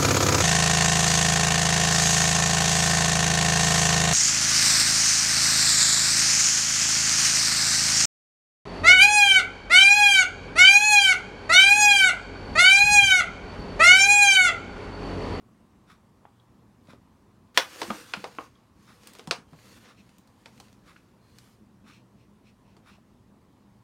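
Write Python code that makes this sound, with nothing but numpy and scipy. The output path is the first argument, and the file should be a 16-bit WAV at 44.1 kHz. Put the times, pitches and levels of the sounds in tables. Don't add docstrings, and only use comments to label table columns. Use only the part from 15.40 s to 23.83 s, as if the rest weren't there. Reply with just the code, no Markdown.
import sys
import numpy as np
from scipy import signal
from scipy.fft import rfft, irfft, next_fast_len
from scipy.io import wavfile
from scipy.ndimage import uniform_filter1d, map_coordinates

SR = 44100
rng = np.random.default_rng(int(sys.argv[2]) if len(sys.argv) > 2 else 0)


def undo_db(level):
    steps = np.asarray(level, float) / 20
    return 10 ** steps


def wrap_up_sound(samples):
    columns = np.atleast_2d(samples).T
    tamed = np.clip(columns, -1, 1)
    steps = np.round(tamed * 32767).astype(np.int16)
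    wavfile.write(sys.argv[1], SR, steps)


N = 371763


def unit(x):
    return x / np.sqrt(np.mean(x ** 2) + 1e-20)


def along(points, hz):
    f, v = np.transpose(points)
    return np.interp(np.log(hz + 1), np.log(f + 1), v)


def wobble(rate_hz):
    knots = rng.standard_normal(int(N * rate_hz / SR) + 4)
    return map_coordinates(knots, [np.arange(N) * rate_hz / SR])


def filtered(x, response):
    m = next_fast_len(N + 8192)
    return irfft(rfft(x, m) * response(np.fft.rfftfreq(m, 1 / SR)), m)[:N]


def above(x, edge_hz):
    return filtered(x, lambda f: -f * f / (edge_hz ** 2 - f * f + 1j * np.sqrt(2) * f * edge_hz))


def resonant(x, peaks):
    def response(f):
        total = 0
        for k, (centre, width, db) in enumerate(peaks):
            damping = 1j * f * width
            total = total + (-1) ** k * undo_db(db) * damping / (centre * centre - f * f + damping)
        return total
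    return unit(filtered(x, response))


def crackle(per_s, spread_db, smooth):
    hits = rng.random(N) < per_s / SR
    clicks = hits * undo_db(spread_db * rng.standard_normal(N)) * rng.choice([-1, 1], N)
    return unit(unit(clicks) + smooth * rng.standard_normal(N))


def patchy(x, depth_db, size=(5, 10)):
    z = signal.stft(x, nperseg=512)[2]
    field = uniform_filter1d(rng.standard_normal(z.shape), size=size[0], axis=0)
    field = uniform_filter1d(field, size=size[1], axis=1)
    return signal.istft(z * undo_db(depth_db * unit(field)), nperseg=512)[1][:N]


def add(track, s, sound):
    part = track[round(s * SR):][:len(sound)]
    part += sound[:len(part)]


# f/Hz, t60/s
KITCHEN = [(200, 0.15), (1000, 0.25), (4000, 0.16), (12000, 0.25)]


def echo(sound, wet_db, feed=None):
    hz, t, z = signal.stft(rng.standard_normal(SR // 3), SR, nperseg=256)
    decay = undo_db(-60 * t / along(KITCHEN, hz)[:, None])
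    tail = signal.istft(z * decay, SR, nperseg=256)[1]
    tail *= 1 - np.exp(-np.arange(len(tail)) / (0.003 * SR))
    tail *= undo_db(wet_db) / np.linalg.norm(tail)
    wet = signal.fftconvolve(sound if feed is None else feed, tail)
    add(wet, 0, sound)
    return wet


def ring(hz, db, t60, phase, rise):
    t = np.arange(SR // 8)[:, None] / SR
    envelope = undo_db(db - 60 * t / t60) * (1 - np.exp(-t / rise))
    return (envelope * np.sin(2 * np.pi * hz * t + phase)).sum(axis=1)


# f/Hz, level/dB per Hz
AIR = [(24, -34), (40, -7), (101, -3), (140, -6), (204, -1), (382, -12), (444, -15), (630, -18),
       (715, -19.5), (1020, -17), (1520, -27), (1900, -27.5), (2210, -30.5), (9220, -39.5), (16000, -46)]
# f/Hz, level/dB
HUM = [(59.2, -90), (118.4, -65), (199.2, -67)]
# t/s, nearness to fan/dB
NEAR_FAN = [
    (0, 1.5),
    (2.5, -3.5),
    (3.75, 8),
    (4.2, -8),
    (7.3, -15),
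    (8.43, -7),
]
FAN_DB, HUM_DB, HUM_YIELDS = -77, -4.2, .4


def kitchen():
    t = np.arange(N) / SR
    near_db = np.interp(t, *np.transpose(NEAR_FAN))
    noise = patchy(rng.standard_normal(N), depth_db=1.4)
    air = undo_db(-58.5) * unit(filtered(noise, lambda hz: undo_db(along(AIR, hz))))
    hum = np.zeros(N)
    for hz, db in HUM:
        hum += undo_db(db + 4 * wobble(10)) * np.sin(2 * np.pi * hz * t + 1.5 * wobble(9))
    fan = resonant(rng.standard_normal(N), [(1100, 110, 0)])
    return air + undo_db(HUM_DB - HUM_YIELDS * near_db) * hum + undo_db(FAN_DB + near_db) * fan


CLOCK_START_S, CLOCK_PERIOD_S = .497, .9963
# f/Hz, width/Hz, level/dB
CLOCK = [(1236, 310, 6), (2490, 530, -3), (3620, 390, -3), (5540, 570, -8.5), (7000, 1200, -16),
         (10540, 580, -14), (13100, 4400, -26.5)]


def clock():
    since = (np.arange(N) / SR - CLOCK_START_S + .5) % CLOCK_PERIOD_S - .5
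    slack = undo_db(540 * (since - .004))
    rest = undo_db(-60 * np.maximum(since - .022, 0) / .21)
    rattle = crackle(per_s=1200, spread_db=4, smooth=1.1)
    return undo_db(-55.5) * np.where(since < .004, slack, rest) * resonant(rattle, CLOCK)


# t/s, length/s, level/dB
SCUFFS = [
    (4.595, 0.053, -61),
    (5.584, 0.055, -69.5),
    (6.53, 0.13, -60.5),
    (6.814, 0.09, -71),
    (7.082, 0.068, -64.5),
    (7.303, 0.11, -71.5),
    (7.531, 0.082, -63),
]
# f/Hz, width/Hz, level/dB
SOLE = [(2530, 410, 4), (4240, 320, -1.5), (5370, 840, -7), (9000, 1180, -24)]


def slippers():
    t = np.arange(N) / SR
    shape = sum(undo_db(db) * np.exp(-np.abs((t - s) / (length / 2)) ** 2.4) for s, length, db in SCUFFS)
    return shape * resonant(crackle(per_s=2600, spread_db=2.5, smooth=1.0), SOLE)


# t/s, peak/dB, f/Hz, t60/s
TINKS = [
    (0.9981, -48.5, 3360, 0.015),
    (3.1537, -53.5, 3320, 0.021),
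]


def drops():
    out = np.zeros(N)
    for s, db, hz, t60 in TINKS:
        tink = ring(hz * np.array([1, 1.12]), db - np.array([2, 6]), t60, 0, rise=0.00074)
        add(out, s, echo(tink, wet_db=-8))
    return out


# from/s, to/s, f/Hz, width/Hz, level/dB
SQUEAK = (5.79, 5.98, 4180, 110, -74.5)


def squeak():
    start, end, hz, width, db = SQUEAK
    shape = np.interp(np.arange(N) / SR, [start, start + 0.036, end - .03, end], [0, 1, 1, 0])
    return undo_db(db) * shape * resonant(rng.standard_normal(N), [(hz, width, 0)])


# t/s, peak/dB, f/Hz, t60/s
KNOCKS = [(1.49, -42, 143, 0.041), (1.537, -38, 250, 0.02), (2.422, -33.5, 337, 0.077),
          (2.484, -35, 222, 0.064), (2.504, -26, 212, 0.094), (2.774, -34, 200, 0.059),
          (2.842, -23.5, 470, 0.018), (2.987, -31, 314, 0.035), (3.793, -38, 440, 0.031),
          (3.878, -29, 173, 0.047), (3.912, -27, 483, 0.038), (3.987, -42, 160, 0.085),
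          (4.128, -40, 164, 0.05), (6.205, -49, 220, 0.085)]


def base_knocks():
    out = np.zeros(N)
    for s, db, hz, t60 in KNOCKS:
        bump = ring(hz * np.array([1, 1.45]), db - np.array([-1.5, 5]), t60, 0, rise=0.0012)
        add(out, s - .002, echo(bump, wet_db=-0.5))
    return out


# t/s, peak/dB, f/Hz, t60/s
TOCKS = [(0.853, -34, 820, 0.014), (1.486, -44, 560, 0.025), (1.535, -42, 480, 0.022),
         (2.419, -22, 950, 0.032), (2.503, -21.5, 1235, 0.059), (2.739, -20.5, 1400, 0.03),
         (2.841, -32.5, 980, 0.05), (2.986, -22.5, 1087, 0.036), (3.911, -22, 1040, 0.016),
         (5.058, -37.5, 796, 0.025), (5.561, -46, 1450, 0.042), (7.584, -50.5, 657, 0.035)]


def panel_tocks():
    out = np.zeros(N)
    for s, db, hz, t60 in TOCKS:
        note = ring(hz * np.array([1, 1.13]), db - np.array([3, 8]), t60, 0, rise=0.00019)
        add(out, s, echo(note, wet_db=-9.0))
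    return out


BLOW_S = 2.175
STRAIN_S, STRAIN_DB, STRAIN_FIZZ_DB, STRAIN_SWELL_DB = .03, -55, -10, 11
# t/s, pressure/dB
SLIDE = [
    (2.175, -72),
    (2.22, -58.5),
    (2.333, -48),
    (2.41, -44),
    (2.6, -48),
    (2.81, -56),
    (3.06, -56.5),
    (3.105, -72),
    (3.3, -80),
]
SLIDE_FIZZ_DB, FIZZ_GROWS, FIRM_DB = -8, 1.3, -50.5
# peak t/s, rise/s, fall/s, body/dB, fizz/dB re body
RUBS = [
    (1.46, .05, 0.036, -82, 2.5),
    (3.49, .15, .35, -63.5, -6.5),
    (3.68, 0.063, 0.28, -59.5, -10),
    (4.32, 0.24, 0.16, -56.5, -7.5),
    (4.465, .03, 0.094, -61.5, -19.5),
    (4.67, .2, 0.33, -70, -9),
    (5.17, 0.33, 0.38, -67, -6),
    (5.47, .04, 0.45, -71.5, -10),
    (6.04, 0.25, 0.2, -67, -4),
]
RUB_FADE_DB = 20


def strokes():
    t = np.arange(N) / SR
    before = (BLOW_S - t) / STRAIN_S
    swell_db = STRAIN_SWELL_DB * (1 - np.clip(before, 0, 1))
    strain = (before > 0) * (before < 1) * undo_db(STRAIN_DB + swell_db)
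    press_db = np.interp(t, *np.transpose(SLIDE), left=-140, right=-140)
    body = strain + undo_db(press_db)
    fizz = undo_db(STRAIN_FIZZ_DB) * strain + undo_db(FIRM_DB + SLIDE_FIZZ_DB + FIZZ_GROWS * (press_db - FIRM_DB))
    for s, rise, fall, db, fizz_db in RUBS:
        rub = undo_db(db - RUB_FADE_DB * ((t - s) / np.where(t < s, rise, fall)) ** 2)
        body = body + rub
        fizz = fizz + undo_db(fizz_db) * rub
    return body, fizz


# f/Hz, level/dB per Hz
BODY = [(180, -33.5), (300, -4.5), (396, -13), (495, 1.5), (611, -18), (679, -14.5), (1480, -7),
        (7000, -16.5), (9100, -42), (15400, -120)]
FIZZ = [(2650, -29), (4500, -2), (6320, -9), (7370, -8.5), (8830, -3.5), (15200, -11.5), (16000, -13.5)]
# f/Hz, width/Hz, level/dB
CREASES = [(2686, 500, 1.5), (5200, 1500, -2), (7800, 400, -3.5), (8100, 500, 4.5), (11700, 400, 2.5)]


def rustle():
    clumps = undo_db(1.1 * wobble(40) + .9 * wobble(13))
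    grains = patchy(crackle(per_s=3000, spread_db=4.5, smooth=1.3) * clumps, depth_db=1.1)
    grains = patchy(grains, depth_db=1.8, size=(2, 24))

    def through(spectrum):
        def response(hz):
            ribs_db = sum(db / (1 + ((hz - c) / w) ** 2) for c, w, db in CREASES)
            return undo_db(along(spectrum, hz) + ribs_db)
        return unit(filtered(grains, response))

    body, fizz = strokes()
    return body * through(BODY) + fizz * through(FIZZ)


# f/Hz, level/dB, t60/s
RIM = [(522, -5, 0.11), (1459, -6, 0.11), (2482, -12, 0.15), (2729, -27, 5.0), (3289, -14, 0.17),
       (3408, 0, 0.069), (3914, -15.5, 0.14), (4387, -33, 2.2), (4861, -22, 0.13), (5464, -20, 0.19),
       (5905, -29, 0.36), (6363, -18, 0.13), (6492, -24, 0.21), (6621, -27, 0.14)]
# f/Hz, level/dB per Hz
SHUDDER = [(180, -40), (300, -10), (565, -0.5), (1510, -3.5), (3080, -7.5), (3400, -2), (4520, -14.5),
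           (6410, -18.5), (16000, -34)]


def blow_aftermath():
    out = np.zeros(N)
    hz, db, t60 = np.transpose(RIM)
    phase = 2 * np.pi * rng.random(len(hz))
    rim = ring(hz, db - 17, .8 * np.minimum(t60, .12), phase, rise=3 / hz)
    add(out, BLOW_S, echo(rim, wet_db=-5))
    t = np.arange(8192) / SR
    shake = undo_db(-16.0 - 60 * t / 0.066) * rng.standard_normal(len(t))
    colour = undo_db(along(SHUDDER, np.fft.rfftfreq(len(t), 1 / SR)))
    add(out, BLOW_S, echo(irfft(rfft(shake) * colour), wet_db=-4.5))
    return out


def averaged(x):
    power = np.abs(uniform_filter1d(np.abs(rfft(x)) ** 2, size=120))
    return np.roll(irfft(np.sqrt(power)), 150)[:600]


# f/Hz, level/dB
FOIL = [(150, -25.5), (330, -15), (15500, 8.5), (16500, -32)]
# f/Hz, t60/s
SHEET = [(700, 0.11), (1900, 0.026), (4000, 0.056), (7000, 0.059), (12500, 0.021)]
# t/s, crease peak/dB, wall/dB re crease, sharpness/dB per oct, droop/dB per oct^2, spark/dB
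BLOW = (2.1744, -6.3, -5, 3.5, 4.8, 12)
# t/s, crease peak/dB, wall/dB re crease, sharpness/dB per oct above the crease
BUCKLES = [(0.8535, -51, -9, -20), (1.4719, -60, -3, 6), (1.5322, -55, 4, 3), (2.4164, -23, -1, 4.5),
           (2.4304, -29.5, -8, 5.5), (2.5046, -26.5, 6, -2), (2.5136, -39, 0, 3.5),
           (2.7365, -17.5, -13, 0.5), (2.8418, -28.5, 0, 1.5), (2.9855, -29.5, 1, -20),
           (3.672, -51, -2, 16), (3.7507, -49, 2, 9.5), (3.7941, -39, -7, 5), (3.8736, -42, 5, 11),
           (3.91, -14.5, -8, 4.5), (4.132, -57, 12.5, 6), (5.0581, -40, -0.5, 4.5),
           (5.2002, -48, 5.5, 11.5), (5.563, -46.5, -17, -6), (5.9852, -49, -9.5, 12),
           (7.3664, -54.5, 1, 6)]
# t/s, crease peak/dB, sharpness/dB per oct
TICKS = [(1.453, -72, 4), (2.9494, -51, 1), (3.6336, -56, 6.5), (3.7342, -54, 9), (3.7864, -51, 6),
         (3.805, -58, -3), (3.8397, -60, 4), (3.9854, -55, -4), (4.1889, -51, -5), (4.6915, -58, 2.5),
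         (4.7194, -67, -2), (4.783, -62.5, 10), (4.874, -62, 6), (5.177, -54, 2), (5.2827, -55, 1),
         (5.3277, -57.5, 5)]
BUCKLE_DROOP, TICK_DROOP = 5.1, 2.5
TICK_WALL_DB, BUCKLE_SPARK_DB = -5, 2.5


def pops():
    out, t = np.zeros(N), np.arange(8192) / SR
    hz = np.fft.rfftfreq(len(t), 1 / SR)
    centre, t60 = np.transpose(SHEET)
    share = np.array([along(list(zip(centre, one)), hz) for one in np.eye(len(SHEET))])
    share = np.sin(np.pi / 2 * share) ** 2
    rise = 1 - np.exp(-t * centre[:, None] ** .5 / .025)
    fall = undo_db(-60 * t / .009) + undo_db(-7 - 60 * t / t60[:, None])
    octaves = np.log2(centre[1:] / centre[1])
    top = octaves == octaves[-1]
    rows = [BLOW]
    rows += [(*row, BUCKLE_DROOP, BUCKLE_SPARK_DB) for row in BUCKLES]
    rows += [(s, db, TICK_WALL_DB, sharp, TICK_DROOP, 0) for s, db, sharp in TICKS]
    for s, db, wall_db, sharp, droop, spark_db in rows:
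        noise = rfft(rng.standard_normal(len(t)))
        bands = irfft(noise * share * undo_db(along(FOIL, hz))) * rise * fall
        bands /= np.abs(bands).max(axis=1, keepdims=True)
        crease_db = sharp * octaves - droop * octaves ** 2 + spark_db * top
        pop = undo_db(db + np.array([wall_db, *crease_db])) @ bands
        add(out, s, echo(pop, wet_db=-8, feed=averaged(pop)))
    return out


THIN_HZ, SMALL_HZ = 260, 95


def scene():
    sheet = above(pops() + blow_aftermath(), THIN_HZ)
    small = above(base_knocks() + panel_tocks() + drops(), SMALL_HZ)
    pan = sheet + small + rustle() + squeak()
    return (kitchen() + clock() + slippers() + pan)[None]


def low_pass(x):
    return signal.sosfilt(signal.butter(12, 16810, fs=SR, output="sos"), x)


TOP_HZ = 15900


def record(dry):
    x = filtered(dry[0], lambda hz: 1j * hz / (25 + 1j * hz) * np.where(hz < TOP_HZ, 1, .25))
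    x = x / (1 + np.abs(x / .9) ** 6) ** (1 / 6)
    return low_pass(x[None])


dry = scene()
out = record(dry)
wrap_up_sound(out)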